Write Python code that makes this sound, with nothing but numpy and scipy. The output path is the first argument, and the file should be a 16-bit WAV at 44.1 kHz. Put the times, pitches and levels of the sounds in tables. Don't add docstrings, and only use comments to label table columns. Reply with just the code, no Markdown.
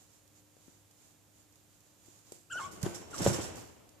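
import sys
import numpy as np
from scipy import signal
from scipy.fft import rfft, irfft, next_fast_len
from scipy.io import wavfile
from scipy.ndimage import map_coordinates

SR = 44100
rng = np.random.default_rng(int(sys.argv[2]) if len(sys.argv) > 2 else 0)


def wav_out(sig):
    wavfile.write(sys.argv[1], SR, np.round(np.clip(np.atleast_2d(sig).T, -1, 1) * 32767).astype(np.int16))


N = 176400
T = np.arange(N) / SR

# freq_hz, density_db
RUSTLE_COLOUR = [(200, -21), (700, -18), (1500, 11.5), (2300, -5), (3200, 3), (4200, 4), (5600, 3.5),
                 (7000, -3), (9300, -3), (12000, -7), (15000, -18)]
# freq_hz, density_db
SNAP_COLOUR = [(300, -17), (1500, -9), (3500, -3), (5000, 2), (7000, -2), (10000, -4), (15000, -8)]


def voice(call):
    # freq_hz, gain_db
    throat = [(2200, -23), (3000, -16), (4300, -37), (5800, -33), (7200, -36), (8700, -39), (12000, -49),
              (15000, -65)]
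    # time_s, gain_db
    brightness = [(2.505, 6.5), (2.526, 10), (2.562, 0.5), (2.585, -3), (2.62, 3), (2.67, 0.5)]
    # time_s, roughness (0 clear, 1 and over fully hoarse)
    hoarseness = [(2.588, 0.05), (2.604, 1.11), (2.618, 0.14), (2.665, 0.4), (3.135, 0.18)]
    jitter, shimmer, rough_hz, edge_s = 0.12, 0.77, 900, 0.0064
    pitch_hz, level_db = curves(call)
    bright_db = curves(brightness)[0]
    rough = np.clip(curves(hoarseness)[0], 0, 1)
    gate = np.clip(np.minimum(T - call[0][0], call[-1][0] - T) / edge_s + .5, 0, 1)
    phase = 2 * np.pi * np.cumsum(pitch_hz * (1 + jitter * rough * wobble(rough_hz))) / SR
    tone = np.sin(phase)
    for k in range(2, 9):
        overtone_db = along(throat, k * pitch_hz) + bright_db + 6.5 * wobble(90)
        phase_blur = k * 0.15 * wobble(780)
        tone += amp(overtone_db) * np.sin(k * phase + phase_blur)
    hiss = noise(RUSTLE_COLOUR) * (1 + np.cos(phase))
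    rasp = (amp(-28.5) + amp(-30) * rough) * hiss
    tone *= 1 + shimmer * rough * wobble(rough_hz)
    return np.sqrt(2) * gate * amp(level_db) * (tone + rasp) * pan(1)


def paws():
    # start_s, level_db, pitch_hz, pan_db, slap_db
    steps = [(.567, -55.5, 485, 14, -4), (0.681, -50.5, 280, 13, -15), (2.084, -53.5, 340, 13, -12),
             (2.321, -43, 425, 16, -17), (2.556, -41, 640, 4, -19), (2.733, -51, 305, 7, -11),
             (2.834, -26, 146, -8, -12.5), (2.8639, -23, 350, 4.5, -3), (2.888, -40, 190, -1, -20),
             (3.2068, -26, 317, -3, -30), (3.215, -29.5, 159, -4, -30), (3.2637, -9.5, 498, -2.5, -14),
             (3.268, -25.5, 193, -9, -11), (3.2726, -25, 510, 11, -4), (3.276, -21, 135, -5, -36.5),
             (3.318, -37, 159, -20.5, -20), (3.388, -28, 310, -7, -27)]
    # freq_hz, level_db, t60_s
    tray_modes = [(84, -7, .3), (107, -2, 0.29), (186, -1, 0.18), (346.2, -2, 0.4), (470, -21, .25),
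                  (553, -0.5, 0.15), (800, 3, 0.12), (990, 4, 0.16), (1235, -9.5, 0.22), (1531, 4.5, 0.69),
                  (1910, 3, 0.87)]
    thump_cycles, slap_s, tray_db = 0.63, 0.0011, -52
    t = np.arange(SR // 2) / SR
    impacts = np.zeros((2, N + SR))
    lowpass = signal.butter(2, 1680, fs=SR, output="sos")
    for start_s, db, hz, pan_db, slap_db in steps:
        age = t * hz / thump_cycles
        thump = -2 * np.sqrt(age) * np.exp(-age) * np.sin(2 * np.pi * hz * t)
        slap = unit(signal.sosfilt(lowpass, rng.standard_normal(len(t)))) * np.exp(-t / slap_s)
        at = round(start_s * SR)
        impacts[:, at:at + len(t)] += amp(db) * pan(pan_db) * (thump + amp(slap_db) * slap)
    ring = 0
    for hz, db, t60 in tray_modes:
        port_phases = 0.68 * rng.standard_normal((2, 1))
        ring += amp(db - 60 * t / t60) * np.cos(2 * np.pi * hz * t + port_phases)
    return impacts[:, :N] + amp(tray_db) * convolved(impacts, ring)


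def body_drag():
    # time_s, level_db
    rubbing = [(2.44, -120), (2.52, -60), (2.56, -53.5), (2.74, -52), (2.81, -53.5), (2.86, -39.5),
               (2.93, -46), (3.08, -53.5), (3.18, -44), (3.23, -35), (3.3, -35), (3.41, -38), (3.5, -44),
               (3.6, -47), (3.68, -55.5), (3.9, -64.5)]
    # freq_hz, density_db
    colour = [(25, -25.5), (55, -6.5), (90, 0), (180, -7.5), (250, -5.5), (350, -4.5), (600, -7.5),
              (1000, -12), (1600, -20), (3000, -21), (8000, -49)]
    return amp(curves(rubbing)[0] + 1.51 * wobble(60)) * noise(colour, side_db=-0.5)


def scuffs():
    # start_s, level_db, decay_s, hay_share (0 all fleece, 1 all dry hay)
    strokes = [(2.604, -54.5, 0.049, 0.14), (2.71, -56, 0.067, 0.96), (2.812, -52.5, 0.015, 0.3),
               (2.831, -53, 0.075, 0.95), (2.942, -46.5, 0.026, .15), (3.1, -59.5, 0.081, .1),
               (3.139, -50, 0.066, 0.14), (3.175, -43.5, .028, .03), (3.214, -40, 0.033, .05),
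               (3.239, -39, 0.028, 0.37), (3.268, -35, 0.025, 0.01), (3.326, -41.5, 0.038, 0.2),
               (3.408, -42.5, 0.022, 0), (3.436, -45.5, 0.023, 0.3), (3.55, -56.5, 0.074, 0.94),
               (3.574, -57.5, 0.05, 0.84)]
    # freq_hz, level_db
    wire_modes = [(5580, 0.5), (6235, -1), (7050, -6.5), (7465, 2.5), (7800, 4.5), (9070, 0.5), (10360, -6)]
    rise_s, grain_db, grain_hz = .007, 3, 1500
    wire_t60_s, wire_db = .04, -34
    fleece_power, hay_power = np.zeros((2, N))
    for start_s, db, decay_s, hay_share in strokes:
        age = T - start_s
        envelope = amp(db) * np.clip(age / rise_s, 0, 1) * np.exp(-np.abs(age) / decay_s)
        fleece_power += (1 - hay_share) * envelope ** 2
        hay_power += hay_share * envelope ** 2
    fleece = np.sqrt(fleece_power) * unit(amp(grain_db * wobble(grain_hz)) * noise(RUSTLE_COLOUR))
    hay = np.sqrt(hay_power) * unit(amp(grain_db * wobble(grain_hz)) * noise(SNAP_COLOUR))
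    t = T[:SR // 3]
    ring = sum(amp(db - 60 * t / wire_t60_s) * np.cos(2 * np.pi * hz * t) for hz, db in wire_modes)
    return fleece + hay + amp(wire_db) * convolved(fleece, ring[None])


def hay_ticks(decay_s=0.0034):
    # start_s, level_db
    snaps = [(.277, -62), (.911, -60.5), (1.525, -64), (1.557, -61.5), (1.805, -63.5), (2.06, -60.5),
             (2.19, -60.5), (2.321, -46.5), (2.8291, -37), (3.891, -58.5)]
    envelope = sum(amp(db) * (T >= s) * np.exp(-np.abs(T - s) / decay_s) for s, db in snaps)
    return envelope * noise(SNAP_COLOUR)


def stirs():
    # centre_s, level_db, half_length_s
    swells = [(0, -65, 0.046), (0.142, -68.5, 0.048), (0.377, -67.5, 0.024), (0.684, -68, 0.09),
              (1.053, -67, 0.064), (1.39, -69, .04), (1.56, -77, 0.058), (1.735, -72.5, 0.031),
              (1.875, -72, 0.058), (2.116, -65, 0.09), (2.282, -64.5, 0.028), (2.348, -63, 0.035)]
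    # freq_hz, density_db
    colour = [(40, 8), (110, 14), (300, 5.5), (700, 7.5), (2000, -1), (3200, 1.5), (5000, 0.5), (7000, 0.5),
              (10000, -6.5), (15000, -9)]
    power = sum(amp(db) ** 2 * np.exp(-((T - s) / half_s) ** 2) for s, db, half_s in swells)
    return np.sqrt(power) * noise(colour)


def room_tone():
    # freq_hz, density_db
    air_colour = [(20, -3), (50, -0.5), (100, 1), (170, 1), (300, -5), (550, -5), (1000, -11),
                  (2000, -14.5), (4000, -15), (7000, -21), (15000, -21)]
    # freq_hz, level_db
    hum_tones = [(102, -74), (301, -77), (544, -87.5)]
    hum = sum(amp(db + 1.5 * wobble(5.96)) * np.sin(2 * np.pi * hz * T + 0.81 * wobble(6.5))
              for hz, db in hum_tones)
    return amp(-66.5) * noise(air_colour, side_db=-3) + np.sqrt(2) * hum


def off_walls(x):
    lags_s = rng.uniform(0.00193, .012, (2, 6, 1))
    return x + amp(-9.5) * filtered(x, lambda hz: np.exp(-2j * np.pi * hz * lags_s).sum(axis=1))


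def in_room(x, wet_db):
    # freq_hz, t60_s
    decay_times = [(100, 0.52), (500, 0.32), (2000, 1), (7000, 0.63), (14000, 0.43)]
    hz, t, spectra = signal.stft(rng.standard_normal((2, SR)), SR, nperseg=256)
    decay = amp(-60 * t / along(decay_times, hz)[:, None])
    tail = signal.istft(spectra * decay, SR, nperseg=256)[1]
    return x + amp(wet_db) * convolved(x, tail / np.linalg.norm(tail[0]))


def amp(db):
    return 10 ** (np.asarray(db) / 20)


def unit(x):
    return x / np.sqrt(np.mean(x ** 2) + 1e-20)


def pan(db):
    return amp([[db / 2], [-db / 2]])


def along(points, hz):
    freqs, values = np.transpose(points)
    return np.interp(np.log(hz + 1), np.log(freqs + 1), values)


def curves(rows):
    times, *columns = np.transpose(rows)
    return [np.interp(T, times, column) for column in columns]


def wobble(rate_hz):
    return map_coordinates(rng.standard_normal(N // 4), [T * rate_hz], mode="wrap")


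def filtered(x, gain):
    size = next_fast_len(N + 8192)
    return irfft(rfft(x, size) * gain(np.fft.rfftfreq(size, 1 / SR)), size)[..., :N]


def convolved(x, response):
    return signal.fftconvolve(x, response, axes=1)[:, :N]


def noise(colour, side_db=1):
    mid, side = filtered(rng.standard_normal((2, N)), lambda hz: amp(along(colour, hz)))
    return unit(np.array([mid + amp(side_db) * side, mid - amp(side_db) * side]))


def scene():
    # time_s, pitch_hz, level_db
    squeak = [(2.501, 1310, -52.5), (2.514, 1596, -42.5), (2.532, 1385, -40.5), (2.541, 1412, -40.5),
              (2.547, 1462, -39.5), (2.565, 1449, -37), (2.578, 1536, -36), (2.588, 1393, -37.5),
              (2.604, 1203, -42.5), (2.616, 1063, -40.5), (2.638, 1097, -44), (2.65, 1145, -45.5),
              (2.668, 1085, -43)]
    # time_s, pitch_hz, level_db
    chirp = [(3.132, 1430, -45.5), (3.141, 1360, -46), (3.15, 1130, -43)]
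    calls = off_walls(voice(squeak) + voice(chirp))
    return (in_room(calls, wet_db=-14) + in_room(paws(), wet_db=-11)
            + in_room(scuffs(), wet_db=-6) + in_room(hay_ticks(), wet_db=-3.5)
            + stirs() + body_drag() + room_tone())


def record(dry):
    # freq_hz, gain_db
    right_port = [(200, 0), (600, -2), (2000, -1.5), (4200, -0.5), (5600, 5.5), (6400, 10), (7050, 15),
                  (7800, 11), (8500, 8), (11000, 6.5), (14500, 6)]
    low_cut_hz, top_hz = 56, 14700
    ports = np.array([dry[0], filtered(dry[1], lambda hz: amp(along(right_port, hz)))])
    return filtered(ports, lambda hz: (hz < top_hz) * hz ** 2 / np.hypot(hz ** 2, low_cut_hz ** 2))


dry = scene()
out = record(dry)
wav_out(out)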